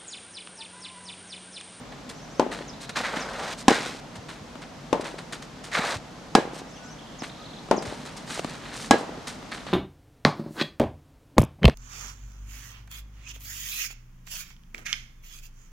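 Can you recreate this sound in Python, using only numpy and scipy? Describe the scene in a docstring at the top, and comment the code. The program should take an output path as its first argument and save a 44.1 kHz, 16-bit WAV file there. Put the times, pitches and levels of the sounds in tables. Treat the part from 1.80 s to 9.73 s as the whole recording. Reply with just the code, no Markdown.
"""A distant rumble, shoes crunching on grit and small birds; then a forehand rally on an outdoor clay court,
heard from just behind one player. The partner's strokes thud, the near ones crack: the ball flattens,
strings and frame ring, fences and buildings throw each hit back. Soles slide and grind the clay grains;
ball and heels thump the packed ground."""
import sys
import numpy as np
from scipy import signal
from scipy.fft import rfft, irfft, next_fast_len
from scipy.io import wavfile

SR = 44100
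rng = np.random.default_rng(int(sys.argv[2]) if len(sys.argv) > 2 else 0)


def dump(signal):
    """Clip the signal to [-1, 1] and save it as 16-bit WAV at the path in sys.argv[1]."""
    limited = np.clip(np.atleast_2d(signal).T, -1, 1)
    pcm = np.round(limited * 32767).astype(np.int16)
    wavfile.write(sys.argv[1], SR, pcm)


N = 349713
TIME_S = np.arange(N) / SR
HIT_TIME_S = TIME_S[:SR]

# rumble and leaves (frequency [Hz], relative density [dB])
AIR_SPECTRUM = [(15, -40), (25, -14), (44, -7.5), (75, -14.5), (158, -1.5), (191, -6), (237, -2),
                (373, -13), (404, -11), (691, -11), (2430, -23), (3350, -23.5), (5010, -26), (6370, -28),
                (15000, -52)]
# their loudness (time [s], level [dB])
AIR_LEVEL = [(0, -43), (3, -43.5), (5.2, -43.5), (6.9, -41.5), (7.93, -42)]

# footsteps (time [s], level [dB], t60 [s], relative fine grit [dB])
STEPS = [(.119, -40, .066, -18), (.29, -38, 0.13, -3), (0.711, -33, 0.48, -10.5), (1.09, -31.5, 0.059, -5),
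         (2.352, -43, 0.12, -4.5), (2.485, -36.5, .26, -9), (2.814, -43.5, .17, -7.5),
         (3.206, -35, 0.079, -3.5), (3.24, -34.5, 0.38, -8.5), (3.381, -40, 0.12, -3.5),
         (3.522, -31.5, 0.16, -4.5), (3.619, -42, 0.11, -3.5), (3.836, -38.5, .25, -3.5),
         (5.426, -34, 0.25, -9), (6.02, -41, 0.096, 0.5), (6.051, -39.5, 0.96, -5.5),
         (6.25, -40.5, 0.23, -5), (6.364, -42, 0.15, 0.5), (6.691, -49, .025, 6), (7.18, -52.5, 0.21, 11),
         (7.468, -35.5, 0.25, -1), (7.713, -34.5, 0.47, -9.5), (7.864, -39, 0.58, -20)]
# a shoe brushes the clay in a turn (time [s], length [s], level [dB], relative fine grit [dB])
SCUFFS = [(0.993, 0.078, -45.5, 0), (1.759, 0.081, -46, 2), (4.718, 0.11, -47.5, 1), (6.455, 0.17, -37, -2),
          (6.568, 0.27, -44.5, -5), (6.788, 0.21, -43, -11), (6.915, 0.2, -45.5, 4)]
# coarse and fine grains underfoot (frequency [Hz], relative density [dB])
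STEP_COARSE_SPECTRUM = [(200, 1), (700, 0), (1800, 3), (2700, -3), (4200, -2.5), (6500, -33), (12000, -51)]
STEP_FINE_SPECTRUM = [(900, -9), (2500, 0.5), (4200, 6), (6500, 4), (9500, 1.5), (10700, -13.5),
                      (13500, -15), (15500, -38)]

# a songbird's syllable (delay [s], length [s], start [Hz], middle [Hz], end [Hz], gain [dB])
SYLLABLE_NOTES = [(0, .06, 5400, 5950, 6900, -5), (.008, .042, 6750, 7200, 7900, -8.5),
                  (.045, .05, 4950, 5400, 6050, -4.5), (0.079, .042, 5900, 6150, 5100, -1)]
# syllables, sung in pairs (time [s], level [dB])
SYLLABLES = [(.337, -51), (0.488, -50), (4.872, -50.5), (5.021, -47.5)]
# another bird's diving chips (time [s], level [dB])
CHIPS = [(.872, -42.5), (1.395, -38.5), (5.382, -42.5), (5.959, -38.5)]
CHIP_S, CHIP_SHAPE_HZ = 0.041, [7900, 5520, 4830]
CHIP_HOLD_S, CHIP_HOLD_DB = 0.081, -16.5   # the last pitch lingers
# up-and-down notes (time [s], length [s], note rate [1/s], centre [Hz], sweep [Hz], level [dB])
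TWITTERS = [(0.928, .24, 30, 3980, 1010, -49), (5.178, .19, 65, 3230, 700, -51.5),
            (5.493, .33, 42, 3740, 1410, -47.5)]
# lone far calls (time [s], length [s], start [Hz], end [Hz], level [dB])
FAR_CALLS = [(4.95, 0.046, 3710, 2360, -50.5), (4.97, 0.17, 1480, 1485, -55),
             (5.571, 0.083, 1240, 1252, -49.5)]

# partner's strokes (time [s], gain [dB], pitch [ratio], crack trim [dB])
FAR_STROKES = [(0.5959, -0.5, 0.94, 2), (3.1287, -1, 0.97, 4), (5.9116, 1.5, 0.97, 3)]
# near player's strokes (time [s], gain [dB], pitch [ratio], crack trim [dB], ball ring trim [dB])
NEAR_STROKES = [(1.8813, 0.5, 0.93, 5.5, -13), (4.5510, 0, 0.93, 4, -5.5), (7.109, 1.5, 0.96, 3.5, -3)]
# racket and ball modes (frequency at pitch 1 [Hz], gain [dB], t60 [s])
FAR_MODES = [(254, -26.5, 0.16), (575, -5, 0.025), (917, -14.5, 0.06), (1060, -13, 0.032),
             (1554, -31, 0.044), (2900, -43, 0.07)]
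NEAR_MODES = [(259, 6.5, 0.018), (460, -12, 0.061), (610, -27.5, 0.05), (861, 7, 0.024),
              (1153, -6.5, 0.041), (2124, -27, .06), (3110, -36, 0.064), (4210, -37, 0.29)]
# echoes off fences and buildings (delay [s], gain [dB])
FAR_ECHOES = [(0.0098, -21), (0.0181, -16.5), (0.029, -17), (0.043, -29), (0.067, -17), (.112, -29),
              (0.151, -43), (.212, -25)]
NEAR_ECHOES = [(0.0232, -8.5), (0.0319, -5.5), (0.045, -19), (0.0997, -20.5), (.123, -24), (.1815, -24.5),
               (0.212, -29), (0.265, -27.5)]
# felt crack and diffuse tails (frequency [Hz], relative density [dB])
CRACK_SPECTRUM = [(300, 15.5), (1200, 5), (2000, 0), (3000, -1), (5500, -3.5), (8000, -8), (10500, -19),
                  (14000, -37)]
FAR_TAIL_SPECTRUM = [(80, -57), (180, 7), (400, 6), (950, 3.5), (1500, -8), (3500, -17), (8000, -28),
                     (14000, -47)]
NEAR_TAIL_SPECTRUM = [(60, -27), (150, -3.5), (300, -2.5), (850, -2), (1400, -8.5), (2500, -15),
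                      (4200, -19.5), (8000, -27), (14000, -50)]

# sole friction, one curve per slide (time [s], level [dB])
SLIDE_FRICTION = [
    [(1.152, -58), (1.158, -33), (1.17, -24), (1.23, -37.5)],
    [(1.23, -38), (1.254, -29.5), (1.326, -36.5), (1.366, -31.5), (1.468, -38.5), (1.57, -37), (1.58, -38),
     (1.63, -32), (1.648, -35.5), (1.736, -35.5), (1.76, -57)],
    [(1.897, -27), (1.899, -30.5), (1.967, -29), (1.975, -32.5), (2.057, -35), (2.061, -32.5), (2.197, -52),
     (2.2, -49)],
    [(3.915, -41), (3.953, -27), (4.121, -30), (4.161, -36), (4.19, -56)],
]
# footing, one row per slide (weight on the foot [dB], loose grit [dB])
SLIDE_FOOTING = [(-2, -5), (0, 0), (-9.5, 3.5), (-2, -0.5)]
# ground clay, coarse grains, thrown grit (frequency [Hz], relative density [dB])
GRIND_SPECTRUM = [(200, -5), (380, -4.5), (530, 3.5), (1000, 1), (1400, -2), (2200, -21), (5000, -53.5)]
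RASP_SPECTRUM = [(700, -9), (1150, -0.5), (1550, 5), (2200, 2), (2800, -9.5), (4000, -4.5), (7000, -48)]
SPRAY_SPECTRUM = [(1200, -5), (2500, 4.5), (4000, 4.5), (6500, -1), (9300, -6.5), (10700, -18),
                  (13500, -22), (15500, -44)]
GRIND_DB, GRIND_SWELL_DB, RASP_DB, SPRAY_DB = -6, 6.5, -3, -9
BITE_DB, BITE_S = 7, 0.048   # the sole digs in at the start
PILE_DB, PILE_S = 10, 0.1   # heaped grit sprays out before the stop

# ball bounces (time [s], level [dB], relative tick [dB])
BOUNCES = [(1.369, -23.5, -1), (2.755, -32.5, -4), (3.99, -20, -5), (5.421, -27.5, -1),
           (6.646, -21.5, -1.5)]
# hard heel landings (time [s], level [dB])
HEELS = [(2.381, -37), (2.610, -40), (4.158, -28.5), (6.071, -31)]
# small sharp knocks around the court (time [s], level [dB], relative tick [dB])
TAPS = [(5.887, -35, -2), (6.576, -24.5, -11), (6.594, -24.5, 3), (7.627, -33, -4), (7.867, -33.5, 2.5)]
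BOUNCE_HZ, HEEL_HZ, TAP_HZ = 241, 104, 660


def from_db(db):
    return 10 ** (np.asarray(db) / 20)


def unit_rms(x):
    return x / np.sqrt(np.mean(x ** 2) + 1e-20)


def fade(t60_s, time_s=HIT_TIME_S):
    return from_db(-60 * time_s / t60_s)


def rise(tau_s):
    return 1 - np.exp(-HIT_TIME_S / tau_s)


def ring(hz, t60_s):
    return np.sin(2 * np.pi * hz * HIT_TIME_S) * fade(t60_s)


def add(track, sound, at_s):
    start = round(at_s * SR)
    n = min(sound.shape[-1], track.shape[-1] - start)
    track[..., start:start + n] += sound[..., :n]


def butter(x, hz, kind, order=2):
    return signal.sosfilt(signal.butter(order, hz, kind, fs=SR, output="sos"), x + 1e-18)


def delayed(x, delay_s):
    index = np.arange(len(x))
    return np.interp(index - delay_s * SR, index, x, left=0)


def wander(per_s):
    """Random values joined by straight lines."""
    return np.interp(TIME_S * per_s, np.arange(SR), rng.standard_normal(SR))


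def colour(x, spectrum):
    """Give noise a spectrum; rms 1."""
    n = x.shape[-1]
    size = next_fast_len(n)
    hz, db = np.transpose(spectrum)
    bin_hz = np.maximum(np.arange(size // 2 + 1) * SR / size, 1)
    gain = from_db(np.interp(np.log(bin_hz), np.log(hz), db))
    low_cut = np.minimum(bin_hz / hz[0], 1) ** 2
    return unit_rms(irfft(rfft(x, size) * gain * low_cut, size)[..., :n])


def stereo(pair, side_db):
    """Mid and side to left and right; bass stays centred."""
    side = from_db(side_db) * butter(pair[1], 390, "high", order=1)
    return np.array([pair[0] + side, pair[0] - side])


def noise(spectrum, side_db, size=SR):
    return stereo(colour(rng.standard_normal((2, size)), spectrum), side_db)


def surroundings(hum_hz=51, hum_db=-57):
    """Distant rumble, rustling leaves and a faint wavering hum."""
    air_gain = from_db(np.interp(TIME_S, *np.transpose(AIR_LEVEL)))
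    air = air_gain * noise(AIR_SPECTRUM, side_db=-5, size=N)
    hum = from_db(hum_db + 2.8 * wander(per_s=4.76)) * np.sin(2 * np.pi * hum_hz * TIME_S)
    return air + hum


def grains(spectrum, per_s, spread_db):
    """Clay grains crack at random, in clumps as the sole grips and slips."""
    sizes = from_db(spread_db * np.minimum(rng.exponential(1, (2, N)), 3))
    signs = rng.choice([-1, 1], (2, N))
    clumps = from_db(2 * wander(per_s=110))
    cracks = rng.random((2, N)) < per_s / SR
    return stereo(colour(clumps * sizes * signs * cracks, spectrum), side_db=-15)


def tread(t60_s, rise_s=0.0051):
    """A foot presses down quickly and lets go."""
    return np.minimum(HIT_TIME_S / rise_s, 1) * fade(t60_s, np.maximum(HIT_TIME_S - rise_s, 0))


def steps():
    """Steps and scuffs press the clay: coarse grains crunch, fine ones hiss."""
    touches = [(at_s, db, fine_db, tread(t60_s)) for at_s, db, t60_s, fine_db in STEPS]
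    for at_s, length_s, db, fine_db in SCUFFS:
        touches.append((at_s, db, fine_db, signal.windows.tukey(int(length_s * SR), alpha=0.71)))
    coarse, fine = np.zeros((2, N))
    for at_s, db, fine_db, pressure in touches:
        add(coarse, from_db(db) * pressure, at_s)
        add(fine, from_db(db + fine_db) * pressure, at_s)
    return (coarse * grains(STEP_COARSE_SPECTRUM, per_s=2500, spread_db=5.5)
            + fine * grains(STEP_FINE_SPECTRUM, per_s=5500, spread_db=5.5))


def whistle(hz, db):
    """A bird's pure tone, swelling and fading."""
    return from_db(db) * np.sin(2 * np.pi * np.cumsum(hz) / SR) * signal.windows.tukey(len(hz), .6)


def glide(length_s, shape_hz, db):
    """A whistle bent through pitches evenly spaced in time."""
    bend = np.polyfit(np.linspace(0, 1, len(shape_hz)), shape_hz, len(shape_hz) - 1)
    return whistle(np.polyval(bend, np.linspace(0, 1, int(length_s * SR))), db)


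def birds(trees_db=-3.5, trees_t60_s=0.26):
    """Syllables, chips, twitters and far calls, scattered by the trees."""
    song = np.zeros(N)
    for at_s, db in SYLLABLES:
        for delay_s, length_s, *shape_hz, note_db in SYLLABLE_NOTES:
            add(song, glide(length_s, shape_hz, db + note_db), at_s + delay_s)
    for at_s, db in CHIPS:
        add(song, glide(CHIP_S, CHIP_SHAPE_HZ, db), at_s)
        add(song, glide(CHIP_HOLD_S, CHIP_SHAPE_HZ[-1:], db + CHIP_HOLD_DB), at_s + CHIP_S)
    for at_s, length_s, per_s, centre_hz, sweep_hz, db in TWITTERS:
        ramp_hz = sweep_hz * np.linspace(-.5, .5, int(.7 * SR / per_s))
        for k, (late, sharp, loud) in enumerate(rng.standard_normal((int(length_s * per_s), 3))):
            note_hz = centre_hz * (1 + 0.035 * sharp) + (-1) ** k * ramp_hz
            add(song, whistle(note_hz, db + 2 * loud), at_s + (k + 0.13 * late) / per_s)
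    for at_s, length_s, *shape_hz, db in FAR_CALLS:
        add(song, glide(length_s, shape_hz, db), at_s)
    trees = unit_rms(rng.standard_normal((2, SR)) * fade(trees_t60_s)) / np.sqrt(SR)
    return song + from_db(trees_db) * signal.fftconvolve(song[None], trees, axes=1)[:, :N]


def thump(hz, peak_s):
    """One push of air as the ball flattens and springs back."""
    phase_squared = (np.pi * hz * (HIT_TIME_S - peak_s)) ** 2
    return (1 - 2 * phase_squared) * np.exp(-phase_squared) * rise(0.0011)


def strings(modes, pitch, rise_s):
    """Strings and frame ring up while the ball dwells on the racket."""
    partials = [(-1) ** k * from_db(db) * ring(hz * pitch, t60_s)
                for k, (hz, db, t60_s) in enumerate(modes)]
    return sum(partials) * rise(rise_s)


def crack(t60_s, side_db):
    """Felt slaps and scrapes across the strings."""
    return noise(CRACK_SPECTRUM, side_db) * fade(t60_s) * rise(0.00039)


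def echoes(hit, paths, cutoff_hz):
    """Fences and buildings return a stroke's midrange."""
    midrange = butter(butter(hit, cutoff_hz, "low"), 184, "high")
    return sum(from_db(db) * delayed(midrange, delay_s) for delay_s, db in paths)


def scatter(spectrum, early_db, early_t60_s, late_db, late_t60_s):
    """Diffuse tail off the nearby fences, then duller off the trees."""
    fences = from_db(early_db) * fade(early_t60_s) * noise(spectrum, side_db=-5)
    dull = butter(noise(spectrum, side_db=-5), 3400, "low", order=1)
    trees = from_db(late_db) * fade(late_t60_s) * dull
    return (fences + trees) * rise(0.0014)


def far_strokes():
    """The partner's racket meets the ball: mostly thump, slightly left."""
    out = np.zeros((2, N))
    for at_s, db, pitch, crack_db in FAR_STROKES:
        push = thump(470 * pitch, peak_s=0.00196)
        hit = from_db(-3) * push + strings(FAR_MODES, pitch, rise_s=0.00012)
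        felt = from_db(crack_db - 17.5) * crack(t60_s=0.018, side_db=-3.5)
        direct = hit - from_db(-23) * delayed(hit, 0.00298) + felt
        walls = echoes(push + from_db(1) * hit, FAR_ECHOES, cutoff_hz=1010)
        tail = scatter(FAR_TAIL_SPECTRUM, early_db=-22, early_t60_s=0.2, late_db=-31.5, late_t60_s=0.89)
        add(out, from_db(db) * (direct + walls + tail), at_s)
    return out * from_db([[1.5], [-1.5]])


def slides():
    """A sliding sole bites and rasps, grinds under load, and sprays grit as it stops."""
    grind, rasp, spray = np.zeros((3, N))
    for curve, (weight_db, loose_db) in zip(SLIDE_FRICTION, SLIDE_FOOTING):
        times_s, db = np.transpose(curve)
        start_s, stop_s = times_s[0], times_s[-1]
        friction = from_db(np.interp(TIME_S, times_s, db)) * (TIME_S > start_s) * (TIME_S < stop_s)
        load = np.sqrt(np.sin(np.pi * np.interp(TIME_S, [start_s, stop_s], [0, 1])))
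        bite_db = BITE_DB * np.exp(-np.abs(TIME_S - start_s) / BITE_S)
        pile_db = PILE_DB * np.exp(-np.abs(stop_s - TIME_S) / PILE_S)
        grind += friction * from_db(GRIND_DB + weight_db + GRIND_SWELL_DB * load)
        rasp += friction * from_db(RASP_DB + bite_db - pile_db / 2)
        spray += friction * from_db(SPRAY_DB + loose_db + bite_db + pile_db)
    return (grind * grains(GRIND_SPECTRUM, per_s=5800, spread_db=3.5)
            + rasp * grains(RASP_SPECTRUM, per_s=3000, spread_db=4.5)
            + spray * grains(SPRAY_SPECTRUM, per_s=9000, spread_db=6))


def knock(hz, db, tick_db):
    """Two cycles of thud and a short gritty tick."""
    cycles = hz * HIT_TIME_S
    thud = np.sin(2 * np.pi * cycles) * np.sin(np.pi * np.minimum(cycles / 2, 1))
    tick = from_db(tick_db) * noise(NEAR_TAIL_SPECTRUM, side_db=-4) * fade(t60_s=0.025)
    return from_db(db) * (thud + tick)


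def knocks():
    """Ball and heels thump the packed clay; smaller things tap."""
    out = np.zeros((2, N))
    for at_s, db, tick_db in BOUNCES:
        add(out, knock(BOUNCE_HZ, db, tick_db), at_s)
    for at_s, db in HEELS:
        add(out, knock(HEEL_HZ, db, tick_db=-24), at_s)
    for at_s, db, tick_db in TAPS:
        add(out, knock(TAP_HZ, db, tick_db), at_s)
    return out


def ball_ring(rise_s=0.0096):
    """Air in the ball rings once it has left the strings."""
    return ring(hz=1653, t60_s=.125) * (1 - np.exp(-(HIT_TIME_S / rise_s) ** 2))


def near_strokes():
    """Close forehands: hard crack, ringing strings, a reflection off the ground."""
    out = np.zeros((2, N))
    for at_s, db, pitch, crack_db, ball_db in NEAR_STROKES:
        push = thump(360 * pitch, peak_s=0.0021)
        hit = from_db(-9) * push + strings(NEAR_MODES, pitch, rise_s=0.0028)
        hit += from_db(ball_db - 11) * ball_ring()
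        hit = butter(hit, 78, "high")   # a racket radiates little bass
        ground = from_db(-12.5) * delayed(hit, 0.00416)
        felt = from_db(crack_db - 5.5) * crack(t60_s=0.024, side_db=-13.5)
        walls = echoes(push + from_db(-9) * hit, NEAR_ECHOES, cutoff_hz=930)
        tail = scatter(NEAR_TAIL_SPECTRUM, early_db=-18.5, early_t60_s=0.25, late_db=-32.5, late_t60_s=1)
        add(out, from_db(db) * (hit + ground + felt + walls + tail), at_s)
    return out


def scene():
    """Rally and footwork amid birds and distant rumble."""
    return near_strokes() + far_strokes() + knocks() + slides() + steps() + birds() + surroundings()


def record(dry):
    """Cut the deepest bass, round the peaks, cut the top."""
    ceiling, stopband_hz = .94, 15600
    rounded = ceiling * np.tanh(butter(dry, 22, "high") / ceiling)
    return signal.sosfilt(signal.cheby2(14, 70, stopband_hz, fs=SR, output="sos"), rounded)


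dry = scene()
out = record(dry)
dump(out)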